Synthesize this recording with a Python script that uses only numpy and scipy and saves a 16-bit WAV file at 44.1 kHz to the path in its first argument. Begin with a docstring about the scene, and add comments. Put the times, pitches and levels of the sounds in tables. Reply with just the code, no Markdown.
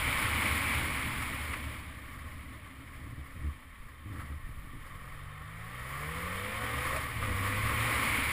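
"""A motorcycle, heard from the rider's helmet, rolls off, turns slowly, pulls away and shifts up once.
The exhaust hums, the intake growls and each engine order swells as it sweeps through a resonance.
Valves clatter, gears whine, chain and tyres whirr, and the chain's song climbs with the wheel.
Wind hisses over the shell and booms in its low modes; controls clack; the helmet judders in the turn."""
import sys
import numpy as np
from scipy import signal
from scipy.fft import rfft, irfft
from scipy.io import wavfile
from scipy.ndimage import uniform_filter1d

SR = 44100
rng = np.random.default_rng(int(sys.argv[2]) if len(sys.argv) > 2 else 0)


def wav_out(sig):
    """Save sig, one row per channel (or a flat mono array), as 16-bit PCM at SR to the path in sys.argv[1]."""
    wavfile.write(sys.argv[1], SR, np.round(np.clip(np.atleast_2d(sig).T, -1, 1) * 32767).astype(np.int16))


N = 366912
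TIME = np.arange(N) / SR
FREQ = np.maximum(np.arange(N // 2 + 1) * SR / N, 1)

# the engine runs down, throttle shut: (time [s], four-stroke cycle rate [Hz])
REVS_DOWN = [(0, 57.5), (1.4, 32), (2.6, 19.5)]
# the engine pulls away, with one upshift: (time [s], four-stroke cycle rate [Hz])
REVS_UP = [(4.1, 19.6), (4.35, 21.9), (4.68, 20.3), (4.8, 20.64), (5.4, 24.8), (5.67, 28.15), (6, 36.23),
           (6.28, 44.73), (6.6, 54.65), (6.95, 67.47), (7.05, 62.2), (7.2, 55.7), (7.33, 48.3), (7.4, 48.2),
           (7.65, 52.76), (7.88, 57.96), (8.04, 53.5), (8.32, 52)]
# a throttle blip in the turn, then one pull in each gear:
# (opens [s], shuts [s], roll-on [s], roll-off [s], exhaust hum at its resonance [dB])
THROTTLE_PULLS = [(4.05, 4.298, .081, .17, -48), (4.403, 6.94, .63, .07, -44.5),
                  (7.205, 7.875, .025, .15, -37.3)]
# engine orders meeting resonances: (order [x cycle rate], resonance [Hz], half width [Hz], level [dB])
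ORDER_SWELLS = [(4, 152, 64, -45.8), (6, 152, 38, -52), (8, 170, 15, -61), (8, 502, 50, -47),
                (9, 499, 48, -50.5), (10, 510, 46, -47.7), (11, 495, 45, -52.3), (12, 490, 70, -53),
                (13, 510, 56, -61), (14, 505, 50, -60), (16, 520, 60, -65)]
# low resonances of the intake: (frequency [Hz], width [Hz], gain [dB])
INTAKE_MODES = [(505, 130, -12.5), (780, 380, -26)]
# airbox resonances: (frequency [Hz], width [Hz], gain [dB])
AIRBOX_MODES = [(1263, 95, -6.5), (1590, 180, -24), (1900, 240, -13)]
# ring of the engine casing: (frequency [Hz], width [Hz], gain [dB])
CASING_MODES = [(610, 55, -4), (1075, 45, 8), (1160, 100, 8), (1285, 70, 4), (1820, 150, 6),
                (3110, 160, -2), (3600, 150, -5)]
# whining gears: (teeth meshing [per cycle], trim [dB])
GEAR_MESHES = [(54, -11), (58, -12), (88, -8.5)]
# frame resonances that chain and gear tones sweep through: (frequency [Hz], level [dB])
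FRAME_EQ = [(400, -75), (540, -66), (615, -55), (670, -58), (748, -50.5), (830, -62), (900, -68),
            (980, -63), (1080, -50), (1170, -44), (1270, -52), (1430, -56), (1530, -51), (1640, -58),
            (1820, -49.5), (2050, -51), (2500, -59), (3100, -62), (4500, -78)]
# second gear, first with the clutch slipping in the turn, second again: (time [s], links [per cycle])
CHAIN_LINKS = [(2.2, 9.3), (3, 6.66), (4.6, 5.2), (5.05, 5.4), (5.62, 6.66), (6.95, 6.66), (7.3, 9.8)]
# tone of chain, gears and tread whirring: (frequency [Hz], gain [dB])
WHIRR_EQ = [(200, -14), (370, -10.5), (490, -5.5), (750, -10.5), (970, -9), (1080, 6.5), (1190, 2.5),
            (1450, -8), (1680, -2.5), (1900, 3), (2250, -4.5), (2600, -26), (3700, -24), (4900, -19),
            (6600, -19), (9000, -30), (15000, -29.5)]
# the bike slows for the turn and pulls away: (time [s], airspeed [m/s])
AIRSPEED = [(0, 11.32), (.7, 11.4), (1.25, 9.22), (2, 5.54), (3.1, 4.55), (3.9, 4.25), (4.9, 4.23),
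            (5.4, 4.05), (6.15, 7.3), (6.9, 8.54), (7.2, 7.7), (7.7, 10.2), (8.1, 11.5), (8.32, 10.9)]
# tone of hissing air: (frequency [Hz], gain [dB])
HISS_EQ = [(150, -21), (400, -14), (690, -15), (840, -6), (1350, -3), (1650, -5.5), (2230, 3), (2700, -8),
           (3050, -6.5), (4100, -16), (5200, -19.5), (7100, -21.5), (11000, -29), (15500, -31)]
# boom of the helmet shell: (frequency [Hz], width [Hz], gain [dB])
SHELL_MODES = [(74.5, 10.7, 3), (109, 27, 0.5), (126.5, 4, -6), (221, 24, -10.5), (260.7, 32, -6.5),
               (307.3, 8.8, -11)]
# the padding passes only the lows: (frequency [Hz], gain [dB])
PADDING_EQ = [(25, -34), (55, -0.5), (68, 4.5), (150, -4.5), (190, 1.5), (315, -6), (380, -15.5), (650, -3),
              (1000, -64), (3000, -60)]
# gusts booming in the shell: (centre [s], half length [s], boost [dB])
SHELL_GUSTS = [(.12, 0.052, 1.5), (.48, 0.086, 2), (7.306, 0.06, 2.5)]
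# calmer air in the turn, calmest beside the hedge: (centre [s], half length [s], buffeting change [dB])
LULLS = [(5.076, 1.74, -4.5), (5.713, 0.51, -1)]
# rumble of slow eddies: (frequency [Hz], gain [dB])
EDDY_EQ = [(10, 2), (25, 5), (45, 3), (70, -10.5), (200, -17), (800, -55)]
# puffs of air on the microphone port: (centre [s], half length [s], level [dB])
PORT_PUFFS = [(3.399, .07, -56), (3.818, 0.041, -49.5), (4.557, 0.13, -44), (7.32, 0.073, -43),
              (8.17, 0.057, -52)]
# controls and chassis clack; the last three are the gear change and the chain pulling tight:
# (time [s], level [dB], decay [s], ring pitch [Hz], ring [x rattle], tick against rattle [dB])
CLACK_HITS = [(1.22, -32.5, .009, 1250, 1.5, -15), (1.531, -32.5, .012, 1150, 1.1, -16),
              (4.195, -48.5, .016, 1280, 2.6, -15), (6.951, -41, .008, 570, 1, -5),
              (6.961, -33.5, .009, 570, 1.1, -2), (7.213, -38, .04, 1170, 1.3, -20)]
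# body of a clack: (frequency [Hz], gain [dB])
RATTLE_EQ = [(200, -31), (1200, 10), (2100, 17), (3000, 10), (5000, -25), (15000, -34)]
# bright edge of a clack: (frequency [Hz], gain [dB])
TICK_EQ = [(500, 6), (3500, 1), (6000, 3), (8000, -5), (11000, -15), (15000, -32)]
# the helmet sticks and slips as the head turns:
# (start [s], length [s], slip rate [Hz], level [dB], irregularity [0-1], upper mode lift [dB])
SLIP_TRAINS = [(1.592, .092, 75.3, -41, .16, 0), (2.277, .11, 78.5, -48, .1, 0),
               (3.015, .06, 78, -44, .17, 4), (3.11, .04, 78, -46, .17, 4), (3.181, .045, 72, -39, .15, 1),
               (3.364, .02, 85, -42.5, .1, 3), (3.432, .058, 76, -32.3, .02, 3),
               (4.06, .14, 104, -40.3, .17, 5), (4.225, .025, 90, -44.5, .2, 3),
               (4.303, .042, 80, -38, .12, 1), (4.492, .012, 88, -46, .28, 3),
               (4.635, .04, 100, -48, .3, 6), (4.735, .04, 127, -46, .2, 8), (7.16, .05, 80, -39.5, .04, 0)]
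# push of one slip: (frequency [Hz], gain [dB])
SLIP_EQ = [(70, 5.5), (140, 6), (240, -1), (330, 0.5), (450, -1), (900, -28)]
# intake rushes around the upshift: (centre [s], half length [s], pitch [Hz], width [Hz], level [dB])
INTAKE_RUSHES = [(6.965, .028, 580, 110, -45.5), (7.235, .04, 520, 170, -48.5)]
# treble ring of the microphone port: (frequency [Hz], width [Hz], gain [dB])
PORT_MODES = [(9000, 220, -12), (10090, 920, 16.5), (13820, 470, 18.5)]
# two steady dull gaps in the treble, near 6 and 12 kHz: (frequency [Hz], width [Hz])
TREBLE_GAPS = [(6080, 2730), (12050, 2500)]


def undb(db):
    """Decibels to gain."""
    return 10 ** (np.asarray(db) / 20)


def unit(x):
    """Scale to rms 1."""
    return x / np.sqrt(np.mean(x ** 2))


def curves(table):
    """Automation lanes, one for each column after the time."""
    times, *columns = np.transpose(table)
    return [np.interp(TIME, times, column) for column in columns]


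def noise():
    """White noise."""
    return rng.standard_normal(N)


def walk(rate_hz):
    """Smooth random modulation at rms 1."""
    hold = max(int(SR / rate_hz), 1)
    steps = np.repeat(noise()[:N // hold + 1], hold)
    return unit(uniform_filter1d(uniform_filter1d(steps, hold), hold)[:N])


def swell(centre, half_length):
    """A bell-shaped fade in and out, 0-1."""
    return np.exp(-((TIME - centre) / half_length) ** 2)


def eq_db(at_hz, eq):
    """Read an EQ curve at the given frequencies."""
    hz, db = np.transpose(eq)
    return np.interp(np.log(at_hz), np.log(hz), db)


def colour(x, eq):
    """Apply an EQ curve and scale to rms 1."""
    return unit(irfft(rfft(x) * undb(eq_db(FREQ, eq)), N))


def ring(x, modes, order=1):
    """Drive a bank of resonators; order 2 steepens their skirts."""
    response = sum(undb(db) / (1 + 1j * (FREQ ** 2 - hz ** 2) / (FREQ * width)) ** order
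                   for hz, width, db in modes)
    return irfft(rfft(x) * response, N)


def spin(hz, wobble, wobble_hz):
    """Phase of a turning part whose speed wavers by the share `wobble`."""
    return 2 * np.pi * np.cumsum(hz * (1 + wobble * walk(wobble_hz))) / SR


def partial(number, angle):
    """One harmonic with a random starting phase."""
    return np.sin(number * angle + rng.uniform(0, 2 * np.pi))


def pull(opens, shuts, roll_on, roll_off):
    """Throttle envelope, 0-1: roll on, hold, roll off."""
    return np.clip((TIME - opens) / roll_on, 0, 1) * np.clip(1 - (TIME - shuts) / roll_off, 0, 1)


def by_revs(cycle_hz, top_db, doubling_db):
    """Level in dB that rides the revs."""
    return top_db + doubling_db * np.log2(cycle_hz / cycle_hz.max())


def by_speed(speed, cruise_db, doubling_db, cruise_m_s=10):
    """Level in dB that rides the airspeed."""
    return cruise_db + doubling_db * np.log2(speed / cruise_m_s)


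def engine(cycle_hz, throttle, shut_db=-10.5):
    """Orders and intake duck when the throttle shuts; the exhaust hums beneath them."""
    angle = spin(cycle_hz, wobble=.001, wobble_hz=30)
    voice = engine_orders(cycle_hz, angle) + intake(cycle_hz, angle)
    return exhaust_hum(cycle_hz, angle) + voice * undb(shut_db * (1 - throttle))


def engine_orders(cycle_hz, angle, waver_db=.6, roughness=.17, upshift_s=7.15, eased_db=-1.5):
    """Each order blooms as the revs carry it through a resonance; the rider eases off in second gear."""
    tones = 0
    for order, hz, half_width, db in ORDER_SWELLS:
        nearness = np.exp(-((order * cycle_hz - hz) / half_width) ** 2)
        flutter = roughness * min(hz / 500, 1)  # low resonances flutter less
        gain = undb(db + waver_db * walk(16)) * (1 + flutter * walk(60))
        tones += np.sqrt(2) * gain * nearness * partial(order, angle)
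    return tones * undb(eased_db * (TIME > upshift_s))


def intake(cycle_hz, angle, roughness=.52, rasp_depth=.31):
    """Uneven gulps growl in the intake and airbox, with a rasp that pulses at the crank rate."""
    gulps = sum(.5 ** (k % 2) * partial(k, angle) for k in range(7, 80))  # odd orders are weaker
    growl = unit(ring(gulps * (1 + roughness * walk(100)), INTAKE_MODES + AIRBOX_MODES, order=2))
    rasp = colour(noise() * (1 + rasp_depth * np.sin(2 * angle)), HISS_EQ)
    return (growl * undb(by_revs(cycle_hz, top_db=-45.8, doubling_db=10))
            + rasp * undb(by_revs(cycle_hz, top_db=-49, doubling_db=5.9)))


def exhaust_hum(cycle_hz, angle, resonance_hz=108, octave_off_db=-16, shut_db=-49):
    """The exhaust hums at the crank rate, two turns a cycle, peaking in one broad resonance."""
    drive_db = shut_db + sum((db - shut_db) * pull(*timing) for *timing, db in THROTTLE_PULLS)
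    octaves_off = np.log2(2 * cycle_hz / resonance_hz)
    return np.sqrt(2) * undb(drive_db + octave_off_db * octaves_off ** 2) * np.sin(2 * angle)


def valves(cycle_hz, load, ticks_per_cycle=8, decay_share=.43, scatter_db=2, unloaded_db=-3.5):
    """Valves close in quick succession; each tick rings the casing."""
    since_tick = np.cumsum(ticks_per_cycle * cycle_hz) / SR % 1
    ticks = noise() * np.exp(-since_tick / decay_share) * undb(scatter_db * walk(40))
    level_db = by_revs(cycle_hz, top_db=-45.25, doubling_db=8) + unloaded_db * (1 - load)
    return unit(ring(ticks, CASING_MODES, order=2)) * undb(level_db)


def gear_whine(cycle_hz, load, waver_db=2.5, trim_db=-9, unloaded_db=-4.5):
    """Meshing teeth sing wavering tones that follow the revs through the frame's resonances."""
    angle = spin(cycle_hz, wobble=.006, wobble_hz=18)
    tones = 0
    for teeth, db in GEAR_MESHES:
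        level_db = eq_db(teeth * cycle_hz, FRAME_EQ) + db + waver_db * walk(30)
        tones += undb(level_db) * np.sin(teeth * angle)
    return np.sqrt(2) * tones * undb(trim_db + unloaded_db * (1 - load))


def chain(cycle_hz, load, full_level_hz=390, doubling_db=11, slack_db=-17):
    """Links strike the sprocket: a stack of tones tracks the wheel and lights up the frame's resonances."""
    links, = curves(CHAIN_LINKS)
    mesh_hz = cycle_hz * links
    angle = spin(mesh_hz, wobble=.003, wobble_hz=40)
    drive_db = doubling_db * np.log2(np.minimum(mesh_hz / full_level_hz, 1)) + slack_db * (1 - load)
    tones = sum(undb(eq_db(k * mesh_hz, FRAME_EQ)) * partial(k, angle) for k in range(2, 15))
    return np.sqrt(2) * tones * undb(drive_db)


def whirr(speed, load, load_db=5.5, flutter_db=1.56, sway_db=1.7):
    """Tiny impacts of chain, gears and tread blur into a whirr, louder with speed and load."""
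    level_db = by_speed(speed, cruise_db=-43, doubling_db=12.96) + load_db * load + sway_db * walk(12)
    return colour(noise() * undb(flutter_db * walk(120)), WHIRR_EQ) * undb(level_db)


def wind(speed, gust_db=.65, flutter_db=.5, grain_db=1):
    """Turbulent air hisses over the helmet, fluttering as eddies break away."""
    turbulence_db = gust_db * walk(14) + flutter_db * walk(90) + grain_db * walk(900)
    hiss = colour(noise() * undb(turbulence_db), HISS_EQ)
    return hiss * undb(by_speed(speed, cruise_db=-37, doubling_db=18.4))


def whistle(speed, pitch_hz=2220, width_hz=420, flutter_db=2):
    """Fast air over an edge of the helmet rings one hollow resonance, in fits."""
    hollow = unit(ring(noise(), [(pitch_hz, width_hz, 0)], order=2))
    return hollow * undb(by_speed(speed, cruise_db=-46.5, doubling_db=32) + flutter_db * walk(35))


def shelter_db():
    """The air calms while the hedge shields the rider."""
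    return sum(db * np.exp(-((TIME - centre) / half_length) ** 4) for centre, half_length, db in LULLS)


def shell(x):
    """The helmet's low modes, muffled by its padding."""
    return colour(ring(x, SHELL_MODES), PADDING_EQ)


def buffeting(speed, flutter_db=1.2, fine_db=-6, fine_growth=1.33, split_hz=190):
    """Pressure swings boom in the shell; the fine eddies above the split grow faster with speed."""
    gusts_db = sum(db * swell(*timing) for *timing, db in SHELL_GUSTS)
    level_db = by_speed(speed, cruise_db=-40, doubling_db=7.4) + shelter_db() + gusts_db
    boom = shell(noise() * undb(flutter_db * walk(25)))
    coarse = signal.sosfiltfilt(signal.butter(4, split_hz, fs=SR, output="sos"), boom)
    fine = unit(boom - coarse) * undb(fine_db + (fine_growth - 1) * (level_db - level_db.max()))
    return (coarse + fine) * undb(level_db)


def eddies(speed, gust_db=3.5):
    """The slowest eddies rumble straight on the microphone port, now and then as a puff."""
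    bed_db = by_speed(speed, cruise_db=-51.5, doubling_db=1) + shelter_db() / 2 + gust_db * walk(6)
    puffs = sum(undb(db) * swell(*timing) for *timing, db in PORT_PUFFS)
    return colour(noise(), EDDY_EQ) * (undb(bed_db) + puffs)


def clacks(width_hz=90, attack_share=.25):
    """Parts knock together: a brief rattle, one ringing mode and a bright metal tick."""
    out = np.zeros(N)
    rattle, tick = colour(noise(), RATTLE_EQ), colour(noise(), TICK_EQ)
    for start, db, decay, hz, ring_gain, tick_db in CLACK_HITS:
        age = np.maximum(TIME - start, 0)
        envelope = (1 - np.exp(-age / (attack_share * decay))) * np.exp(-age / decay)
        mode = unit(ring(noise(), [(hz, width_hz, 0)]))
        out += undb(db) * envelope * (rattle + ring_gain * mode + undb(tick_db) * tick)
    return out


def judders(scatter_db=2.5):
    """Short trains of slips pump the helmet's shell modes, which then ring down."""
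    out = np.zeros(N)
    for start, length, hz, db, irregularity, lift_db in SLIP_TRAINS:
        gaps, sizes = rng.standard_normal((32, 2)).T
        times = np.cumsum(np.exp(irregularity * gaps)) / hz
        times -= times[0]
        slips = np.zeros(N)
        slips[((start + times) * SR).astype(int)] = undb(scatter_db * sizes) * (times < length)
        boom = shell(colour(slips, SLIP_EQ))
        boom = colour(boom, [(150, 0), (260, lift_db)])
        loudest_rms = np.sqrt(uniform_filter1d(boom ** 2, SR // 20).max())
        out += boom * undb(db) / loudest_rms
    return out


def inrush():
    """Air rushes through the intake's low resonance as the throttle snaps shut and open for the shift."""
    return sum(unit(ring(noise(), [(hz, width, 0)], order=2)) * undb(db) * swell(*timing)
               for *timing, hz, width, db in INTAKE_RUSHES)


def scene(unload_s=.26):
    """Speed, revs and throttle ride the mono mix; the load lingers briefly after the throttle shuts."""
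    speed, = curves(AIRSPEED)
    cycle_hz, = curves([*REVS_DOWN, *REVS_UP])
    throttle = sum(pull(*timing) for *timing, _ in THROTTLE_PULLS)
    load = sum(pull(opens, shuts, roll_on, unload_s) for opens, shuts, roll_on, *_ in THROTTLE_PULLS)
    load = np.minimum(load, 1)
    air = wind(speed) + whistle(speed) + buffeting(speed) + eddies(speed)
    motor = engine(cycle_hz, throttle) + valves(cycle_hz, load) + gear_whine(cycle_hz, load) + inrush()
    drive = chain(cycle_hz, load) + whirr(speed, load) + clacks()
    return (air + motor + drive + judders())[None]


def record(dry, top_hz=15300):
    """The microphone port rings. The treble has two steady dull gaps, and the top is cut steeply."""
    coloured = dry[0] + ring(dry[0], PORT_MODES)
    for hz, width in TREBLE_GAPS:
        coloured = coloured - ring(coloured, [(hz, width, 0)])
    return signal.sosfilt(signal.ellip(12, .1, 90, top_hz, fs=SR, output="sos"), coloured)[None]


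dry = scene()
out = record(dry)
wav_out(out)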